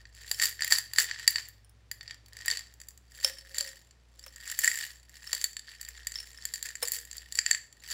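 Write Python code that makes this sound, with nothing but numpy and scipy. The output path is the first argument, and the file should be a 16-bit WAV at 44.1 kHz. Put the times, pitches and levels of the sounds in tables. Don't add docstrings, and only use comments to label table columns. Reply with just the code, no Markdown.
import sys
import numpy as np
from scipy import signal
from scipy.fft import rfft, irfft, next_fast_len
from scipy.io import wavfile
from scipy.ndimage import uniform_filter1d

SR = 44100
rng = np.random.default_rng(int(sys.argv[2]) if len(sys.argv) > 2 else 0)


def transcribe(signal):
    frames = np.atleast_2d(signal).T
    limited = np.clip(frames, -1, 1)
    pcm = np.round(limited * 32767).astype(np.int16)
    wavfile.write(sys.argv[1], SR, pcm)


N = 349713
RING_SAMPLES = 4096
TIME_S = np.arange(N) / SR
AGE_S = np.arange(RING_SAMPLES) / SR

# f/Hz, level/dB
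AIR_SPECTRUM = [(20, -29), (35, -20), (50, -3), (80, -1), (150, -5.5), (300, -10), (550, -12),
                (1000, -15.5), (2000, -16.5), (6000, -22.5), (10000, -32.5), (16000, -41.5)]
# t/s, level/dB
MAINS_LEVEL = [(0.0, -58), (0.22, -56.5), (0.86, -63), (3.49, -60), (3.84, -66.5), (4.24, -58), (4.84, -68),
               (4.95, -58.5), (5.72, -66), (5.92, -54.5), (6.89, -65), (7.22, -57.5), (7.73, -70),
               (7.93, -57)]
# f/Hz, level/dB
TAIL_SPECTRUM = [(5000, -3.5), (8000, -6.0), (14000, -6)]
# t/s, f/Hz, level re heap/dB
HOLLOW_NOTE = [(0, 450, -21.5), (0.4, 453.2, -34), (2.9, 466, -32.5), (3.15, 542, -19.5),
               (4.25, 537.3, -18), (4.5, 491.6, -40), (5.2, 493, -32), (6.3, 464.4, -30),
               (7.93, 489.3, -30)]
# t/s, level over 10 ms/dB, ring f/Hz, thud re ring/dB
BUMPS = [(0.313, -39.5, 450, 29), (3.2465, -41.5, 538, -9.5), (3.271, -46, 530, 7),
         (3.298, -47.5, 539.6, 0.5), (3.608, -44.5, 558, 3.5), (4.263, -46, 524, 11.5),
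         (5.33, -38, 518, 19), (6.826, -33, 490, 13), (6.832, -35.5, 489, 13)]
# f/Hz, level/dB
THUD_SPECTRUM = [(80, -28), (250, -23.5), (500, 0.5), (750, -4.5), (1300, 3), (2500, -0.5), (6000, -6.5)]
# f/Hz, level/dB
CRACK_SPECTRUM = [(100, -33.5), (400, -16), (900, -7.5), (1400, -1), (2200, 2), (3000, 2), (5000, 4.5),
                  (7500, 2.5), (8700, -2.5), (14000, -9.5), (15600, -2), (16500, -23)]
# f/Hz, t60/s, relative energy/dB
GLASS_MODES = [(1832.4, 0.023, -2), (2290, 0.0023, -12.5), (2990, 0.019, -18.5), (4623.3, 0.021, 0),
               (5036, 0.039, -25.5), (5980, 0.0083, -18.5), (6887, .012, -12.5), (7237, 0.018, -4),
               (7506.6, 0.02092, -5.5), (7887, 0.027, -12.5), (10090, 0.022, -10.5), (10770, 0.032, -18.5),
               (13200, 0.014, -17.5), (12320, .018, -17.5), (13550, 0.0056, -10), (15000, 0.03, -19),
               (15400, 0.026, -21.5)]
# f/Hz, t60/s, relative energy/dB
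SECOND_MODES = [(1777, .015, -22.5), (3075, 0.024, -13.5), (5240, 0.025, -8), (5347, .032, 5.5),
                (5900, 0.032, -17.5), (7900, 0.017, -18.5), (9550, 0.022, -3), (11880, 0.023, -15)]
# landing t/s, level/dB, 60 dB rise/s, 60 dB fall/s, brightness/dB
HEAP_SLIDES = [(0.014, -63, .5, .25, -9), (0.219, -47, .35, 1.1, -5), (0.321, -38.5, .12, .3, 11),
               (0.435, -25, .16, .25, 2.5), (0.638, -36, .2, .34, -10), (0.736, -28, .21, .26, 0.5),
               (0.998, -24, .12, .2, 2), (1.118, -43.5, .7, .7, -21), (1.221, -45.5, .3, .7, -7),
               (1.386, -41, .5, .35, -5), (2.114, -50, .35, .18, -17), (2.391, -51, .28, .55, -11),
               (2.515, -35.5, .3, .4, -8), (2.882, -65, .3, .35, 3), (3.276, -38.5, .4, .25, 1),
               (3.399, -52.5, .3, .3, -2), (3.604, -38, .38, .47, -1.5), (4.225, -57.5, .4, 1.5, -2),
               (4.499, -39, .4, .37, -2), (4.642, -29, .25, .5, 3.5), (4.818, -36, .67, .4, -1),
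               (5.165, -55, .4, 1.3, -3), (5.336, -42, .53, .5, -2), (5.431, -39, .45, .2, 1),
               (5.695, -49, .2, .7, -8), (5.965, -49.5, 1.05, .9, -8), (6.157, -46, .3, 1.1, 0),
               (6.447, -50.5, .6, .9, -7), (6.562, -44, .28, .22, 2), (6.661, -42, .16, .42, -2),
               (6.841, -39, .13, .28, 5), (6.938, -33.5, .08, .29, 8), (7.17, -50, .7, .76, -5),
               (7.373, -40.5, .17, .3, 3), (7.504, -37.5, .24, .3, -3), (7.858, -49, .3, 1.0, -4),
               (7.919, -36, .18, .42, 1)]
# f/Hz, level/dB
TAP_SPECTRUM = [(900, -3), (1300, -2), (1600, 3), (1850, 2.5), (2400, -1), (3100, 2.5), (4600, .5),
                (6200, -1), (7300, 1), (10000, .5), (14000, 0)]
# t/s, level over 10 ms/dB, treble/dB
PING_HITS = [(0.3445, -40, -6), (1.6463, -61.5, 8), (1.695, -62, 14.5), (3.2462, -19.3, -5),
             (3.3848, -44.5, 0), (3.675, -45, 4), (4.239, -47, -6), (4.2804, -50, -9), (5.274, -40.5, -4.5),
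             (6.1565, -34, -16), (6.1867, -37, -18.5), (6.202, -38.5, -2.5), (6.229, -47, -3),
             (6.3751, -48, -6), (6.8289, -28.5, 10)]
# t/s, gain below 1 kHz/dB, gain at 6.8-8 kHz/dB
TURN_COLOUR = [(0, 2, 1.5), (2.1, 1, -2), (2.8, 0, 6), (4.6, -1, 7), (5.4, -1, 4), (7.4, -7, 8)]
# t/s, level over 10 ms/dB, lowest mode gain/dB, hardness (more = brighter)
CLINK_HITS = [(0.0538, -50, 6.5, -37), (0.149, -55, 1, 4), (0.314, -25.5, -3, 1), (0.398, -27.5, 4, -19),
              (0.4176, -27.5, -3, -1), (0.424, -24.5, 5, 0), (0.4364, -26.5, -6, -3), (0.4555, -27, -10, 2),
              (0.4934, -40, -13, 14), (0.5924, -39, 12, -35.5), (0.6074, -33.5, 12, 0.5),
              (0.621, -26, 1.5, -12), (0.6454, -29.5, 6.5, 7), (0.6775, -31.5, 7, 6.5), (0.7095, -29, 0, 3),
              (0.7228, -16, -5, -9), (0.7289, -26, 1, 4), (0.737, -34, -8, 3), (0.7601, -29.5, -16, -32),
              (0.7845, -26.5, -1, 1.5), (0.935, -34.5, -3, 1.5), (0.961, -34.5, -1, -7),
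              (0.9846, -17, 1.5, -6.5), (0.9999, -25.5, -10, 2), (1.0064, -29.5, 7, -3),
              (1.112, -31, 5, -24), (1.196, -41, 5, -3), (1.2774, -14.5, -5, -4.5), (1.307, -34, -13, 12.5),
              (1.358, -25, -3, -25), (1.3832, -33.5, -4, -25), (1.4863, -46.5, 5, 17), (1.9142, -34, 3, 3),
              (2.0096, -42.5, -2.5, -28.5), (2.03, -51, 7, -2), (2.078, -42.5, -5.5, -20),
              (2.109, -39, -0.5, -16.5), (2.144, -51, -3, -7), (2.2606, -56, -13, 0),
              (2.2834, -58.5, 4, 10), (2.332, -50.5, -2, -2), (2.3683, -44, 4, -1), (2.389, -48, -3, -9),
              (2.411, -47, -6, -8), (2.4593, -35.5, 1, 8), (2.481, -24, 5.5, -3), (2.5017, -31, -2, -10),
              (2.5123, -28, -24, -9), (2.5718, -34, -2, -7.5), (2.5922, -40, -1, -2), (2.7388, -56, -2, 8),
              (2.8012, -49.5, -1, 1), (2.8152, -46.5, 0, 0), (2.8355, -58, 1, -2), (2.886, -43.5, -6, 9),
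              (2.9068, -56, -3, 5), (2.9758, -54.5, -3.5, 5), (3.1194, -55.5, 3.5, -3.5),
              (3.2394, -37.5, -9, -18), (3.545, -40.5, 4.5, -4), (3.5833, -27, -7.5, -1),
              (3.608, -27.5, -12.5, -6.5), (3.9092, -57, -3, -10), (4.1937, -49, -11.5, -3),
              (4.3603, -46, -2, -1.5), (4.4764, -38.5, 3, 0), (4.4993, -37, -2, -4), (4.5152, -35, 2.5, 11),
              (4.5897, -25, 8, 14.5), (4.6443, -21.3, 13, 6), (4.6765, -18.2, 13, -2),
              (4.7149, -30, 7, -17), (4.756, -35.5, 2, 3), (4.7742, -34, 10.5, 6.5),
              (4.7876, -35.5, 14, 10), (5.0943, -54, 7, 7), (5.3305, -25.5, -6.5, -8),
              (5.3491, -33, -11, 1), (5.414, -34, 0.5, -1), (5.5316, -49, -2, -1),
              (5.4416, -23.5, -9.5, -1), (5.5674, -35.5, -2.5, -8.5), (5.5937, -41.5, -6, -6),
              (5.8125, -39, -3, 5), (5.8293, -47, 8, 5), (5.8497, -44, -5, -3), (5.887, -40, 8, 11.5),
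              (6.0699, -30, -1.5, 0), (6.1196, -40, 2, -1), (6.1404, -45, -6, -16),
              (6.423, -47, -19.5, -9.5), (6.4531, -30.5, -2.5, 4), (6.538, -31.5, -6, 0),
              (6.5574, -38.5, -4, 0), (6.6269, -33, -5, 3), (6.6562, -37.5, 5, 4), (6.6888, -41, 5, -11),
              (6.754, -37, 5, -2.5), (6.853, -35.5, -4, -3), (6.8748, -34.5, -2.5, 0),
              (6.8826, -31, 2.5, 8), (6.919, -28, -11, 11.5), (6.935, -34.5, -3, 7),
              (6.9865, -39.5, -5, -3.5), (7.0512, -48, 3, 8), (7.1123, -41, -6, -4), (7.1294, -43.5, -1, 0),
              (7.1683, -43.5, -21, 8), (7.181, -40, -17, -13), (7.3235, -36.5, -4, 0),
              (7.354, -33, -6.5, -2), (7.3736, -38, -5, -1), (7.3885, -20.3, -3, -15),
              (7.4627, -24.3, 2.5, -11.5), (7.5116, -18.2, 3, -6), (7.5304, -34, -15, -21),
              (7.5477, -29, 2, -13), (7.7265, -52.5, -3, 0), (7.902, -40, -12, -6), (7.912, -38.5, -10, -4)]


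def undb(db):
    return 10 ** (np.asarray(db) / 20)


def unit(x):
    return x / np.sqrt(np.sum(x ** 2))


def fade(t_s, t60_s):
    return np.exp(-np.log(1000) * t_s / t60_s)


def curves(table, at_s=TIME_S):
    t_s, *columns = np.transpose(table)
    return [np.interp(at_s, t_s, column) for column in columns]


def colour(x, spectrum):
    n = next_fast_len(len(x), real=True)
    f_hz, db = np.transpose(spectrum)
    bins_hz = np.maximum(np.arange(n // 2 + 1) * SR / n, 1)
    gain = undb(np.interp(np.log(bins_hz), np.log(f_hz), db))
    cepstrum = irfft(np.log(gain), n)
    cepstrum[1:n // 2] *= 2
    cepstrum[n // 2 + 1:] = 0
    return irfft(rfft(x, n) * np.exp(rfft(cepstrum)), n)[:len(x)]


def drift(rate_hz):
    hold = int(SR / rate_hz)
    steps = np.repeat(rng.standard_normal(N // hold + 1), hold)
    return uniform_filter1d(steps, hold)[:N]


def place(track, t_s, sound, level_db):
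    i = int(t_s * SR)
    track[i:i + RING_SAMPLES] += (unit(sound) * undb(level_db) * np.sqrt(SR / 100))[:N - i]


def room_air():
    hiss = np.sqrt(N) * unit(colour(rng.standard_normal(N), AIR_SPECTRUM))
    return hiss * undb(-68.5 + 0.8 * drift(1.5))


def hum(f_hz, level_db, waver_hz):
    phase = 2 * np.pi * np.cumsum(f_hz + waver_hz * drift(9)) / SR
    return np.sqrt(2) * undb(level_db + 0.4 * drift(2.7)) * np.sin(phase)


def hums():
    mains_db, = curves(MAINS_LEVEL)
    fading_db = -65 - 20 * np.maximum(TIME_S - 2.374, 0)
    return hum(58.4, mains_db, 2.2) + hum(105.3, fading_db, 1.3) + hum(118.3, -73.5, 1.8)


def room(x, early_db, early_t60_s, late_db, late_t60_s):
    t_s = np.arange(SR * 3 // 4) / SR
    onset = np.clip((t_s - 0.003) / 0.0013, 0, 1)
    early, bright, dark = rng.standard_normal((3, len(t_s))) * onset
    tail = colour(dark * fade(t_s, late_t60_s), TAIL_SPECTRUM)
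    tail += 0.78 * bright * fade(t_s, 0.4 * late_t60_s)
    response = undb(early_db) * unit(early * fade(t_s, early_t60_s)) + undb(late_db) * unit(tail)
    return signal.oaconvolve(x, response)[:N]


def hollow_note(heap_db):
    f_hz, share_db = curves(HOLLOW_NOTE)
    drive = rng.standard_normal(N) * undb(heap_db + share_db)
    amplitude = signal.oaconvolve(drive, unit(fade(AGE_S, t60_s=0.17)))[:N]
    return np.sqrt(2) * amplitude * np.sin(2 * np.pi * np.cumsum(f_hz) / SR)


def knocks():
    out = np.zeros(N)
    attack = 1 - np.exp(-AGE_S / 0.001)
    for t_s, level_db, f_hz, thud_db in BUMPS:
        ring = np.sin(2 * np.pi * f_hz * AGE_S) * fade(AGE_S, t60_s=0.088) * attack
        thud = colour(rng.standard_normal(RING_SAMPLES) * fade(AGE_S, t60_s=0.039), THUD_SPECTRUM)
        place(out, t_s, unit(ring) + undb(thud_db) * unit(thud), level_db)
    return out


def strike(modes, crack_db, crack_t60_s, scatter_db, detune, button_db):
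    f_hz, t60_s, mode_db = np.transpose(modes)[:, :, None]
    spot, shift, grip = rng.standard_normal((3, len(modes), 1))
    f_hz = f_hz * (1 + detune * shift)
    t60_s = t60_s * np.exp(0.19 * grip)
    rings = np.sin(2 * np.pi * f_hz * AGE_S) * fade(AGE_S, t60_s) / np.sqrt(t60_s)
    polarity = (-1) ** np.arange(len(modes))[:, None]
    attack = 1 - np.exp(-AGE_S / 0.0001)
    glass = attack * np.sum(polarity * undb(mode_db + scatter_db * spot) * rings, axis=0)
    crack = colour(rng.standard_normal(RING_SAMPLES) * fade(AGE_S, crack_t60_s), CRACK_SPECTRUM)
    button_hz = rng.uniform(4500, 13000)
    button = attack * np.sin(2 * np.pi * button_hz * AGE_S) * fade(AGE_S, t60_s=0.0038)
    return unit(unit(glass) + undb(crack_db) * unit(crack) + undb(button_db) * unit(button))


def heap_motion(rest_db, rest_bright_db):
    power = np.full(N, undb(rest_db) ** 2)
    bright_sum = power * rest_bright_db
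    for t_s, level_db, rise_s, fall_s, bright_db in HEAP_SLIDES:
        drop_db = 60 * np.maximum((t_s - TIME_S) / rise_s, (TIME_S - t_s) / fall_s).clip(0, 2)
        slide_power = undb(level_db - drop_db) ** 2
        power += slide_power
        bright_sum += slide_power * bright_db
    return 10 * np.log10(power), bright_sum / power


def patter(rate_hz, voices, spread_db):
    chance, force, pick = rng.random((3, N))
    gain = undb(spread_db * np.minimum(-np.log(1 - force), 3))
    gain /= np.sqrt(np.mean(gain ** 2))
    out = np.zeros(N + RING_SAMPLES)
    for i in np.flatnonzero(chance < rate_hz / SR):
        out[i:i + RING_SAMPLES] += gain[i] * voices[int(pick[i] * len(voices))]
    return out[:N] * np.sqrt(SR / rate_hz)


def tilt_treble(x, bright_db):
    dull, below_top = (signal.sosfiltfilt(signal.butter(2, f_hz, fs=SR, output="sos"), x)
                       for f_hz in (6200, 11000))
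    gain = undb(bright_db)
    tilted = dull + gain * (below_top - dull) + undb(1.2 * bright_db - 2.5) * (x - below_top)
    return tilted / np.sqrt((1 + gain ** 2) / 2)


def tumble(heap_db, bright_db):
    rate_hz = 600 * undb(0.3 * (heap_db + 46))
    tap_voices = [strike(GLASS_MODES, crack_db=-4, crack_t60_s=0.012, scatter_db=8.5,
                         detune=0.01, button_db=-17) for _ in range(40)]
    taps = patter(rate_hz, tap_voices, spread_db=5.7)
    tick_voices = [strike(SECOND_MODES, crack_db=3, crack_t60_s=0.007, scatter_db=4,
                          detune=0.008, button_db=0) for _ in range(24)]
    ticks = patter(0.4 * rate_hz, tick_voices, spread_db=4.8)
    heap = undb(-1.56) * colour(taps, TAP_SPECTRUM) + undb(-10.5) * ticks
    return tilt_treble(heap, bright_db) * undb(heap_db)


def pings():
    out = np.zeros(N)
    for t_s, level_db, treble_db in PING_HITS:
        hit = strike(SECOND_MODES, crack_db=-9, crack_t60_s=0.015, scatter_db=2.5,
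                     detune=0.0056, button_db=-17.5)
        place(out, t_s, colour(hit, [(6000, 0), (9500, treble_db)]), level_db)
    return out


def clinks():
    out = np.zeros(N)
    for t_s, level_db, low_db, hardness in CLINK_HITS:
        dull_db, upper_db = curves(TURN_COLOUR, t_s)
        upper_db += 0.35 * hardness + 0.3 * low_db
        crack_db = -8.5 - 0.23 * (level_db + 31.5)
        hit = strike(GLASS_MODES, crack_db, crack_t60_s=0.015, scatter_db=0.5,
                     detune=0.012, button_db=-17.5)
        lows = [(1000, dull_db + min(low_db, 0)), (1600, low_db), (2100, low_db), (3400, 0)]
        mids = [(5500, 0), (6800, upper_db), (8000, upper_db)]
        highs = [(9800, 0.7 * hardness), (13000, 1.2 * hardness)]
        place(out, t_s, colour(hit, lows + mids + highs), level_db)
    return out


def scene():
    heap_db, bright_db = heap_motion(rest_db=-81, rest_bright_db=-10)
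    jar = clinks() + pings() + knocks() + tumble(heap_db, bright_db) + hollow_note(heap_db)
    reverb = room(jar, early_db=-24, early_t60_s=0.047, late_db=-12, late_t60_s=0.36)
    return (jar + reverb + room_air() + hums())[None]


def record(dry):
    return signal.sosfilt(signal.ellip(8, 0.2, 70, 16000, fs=SR, output="sos"), dry)


dry = scene()
out = record(dry)
transcribe(out)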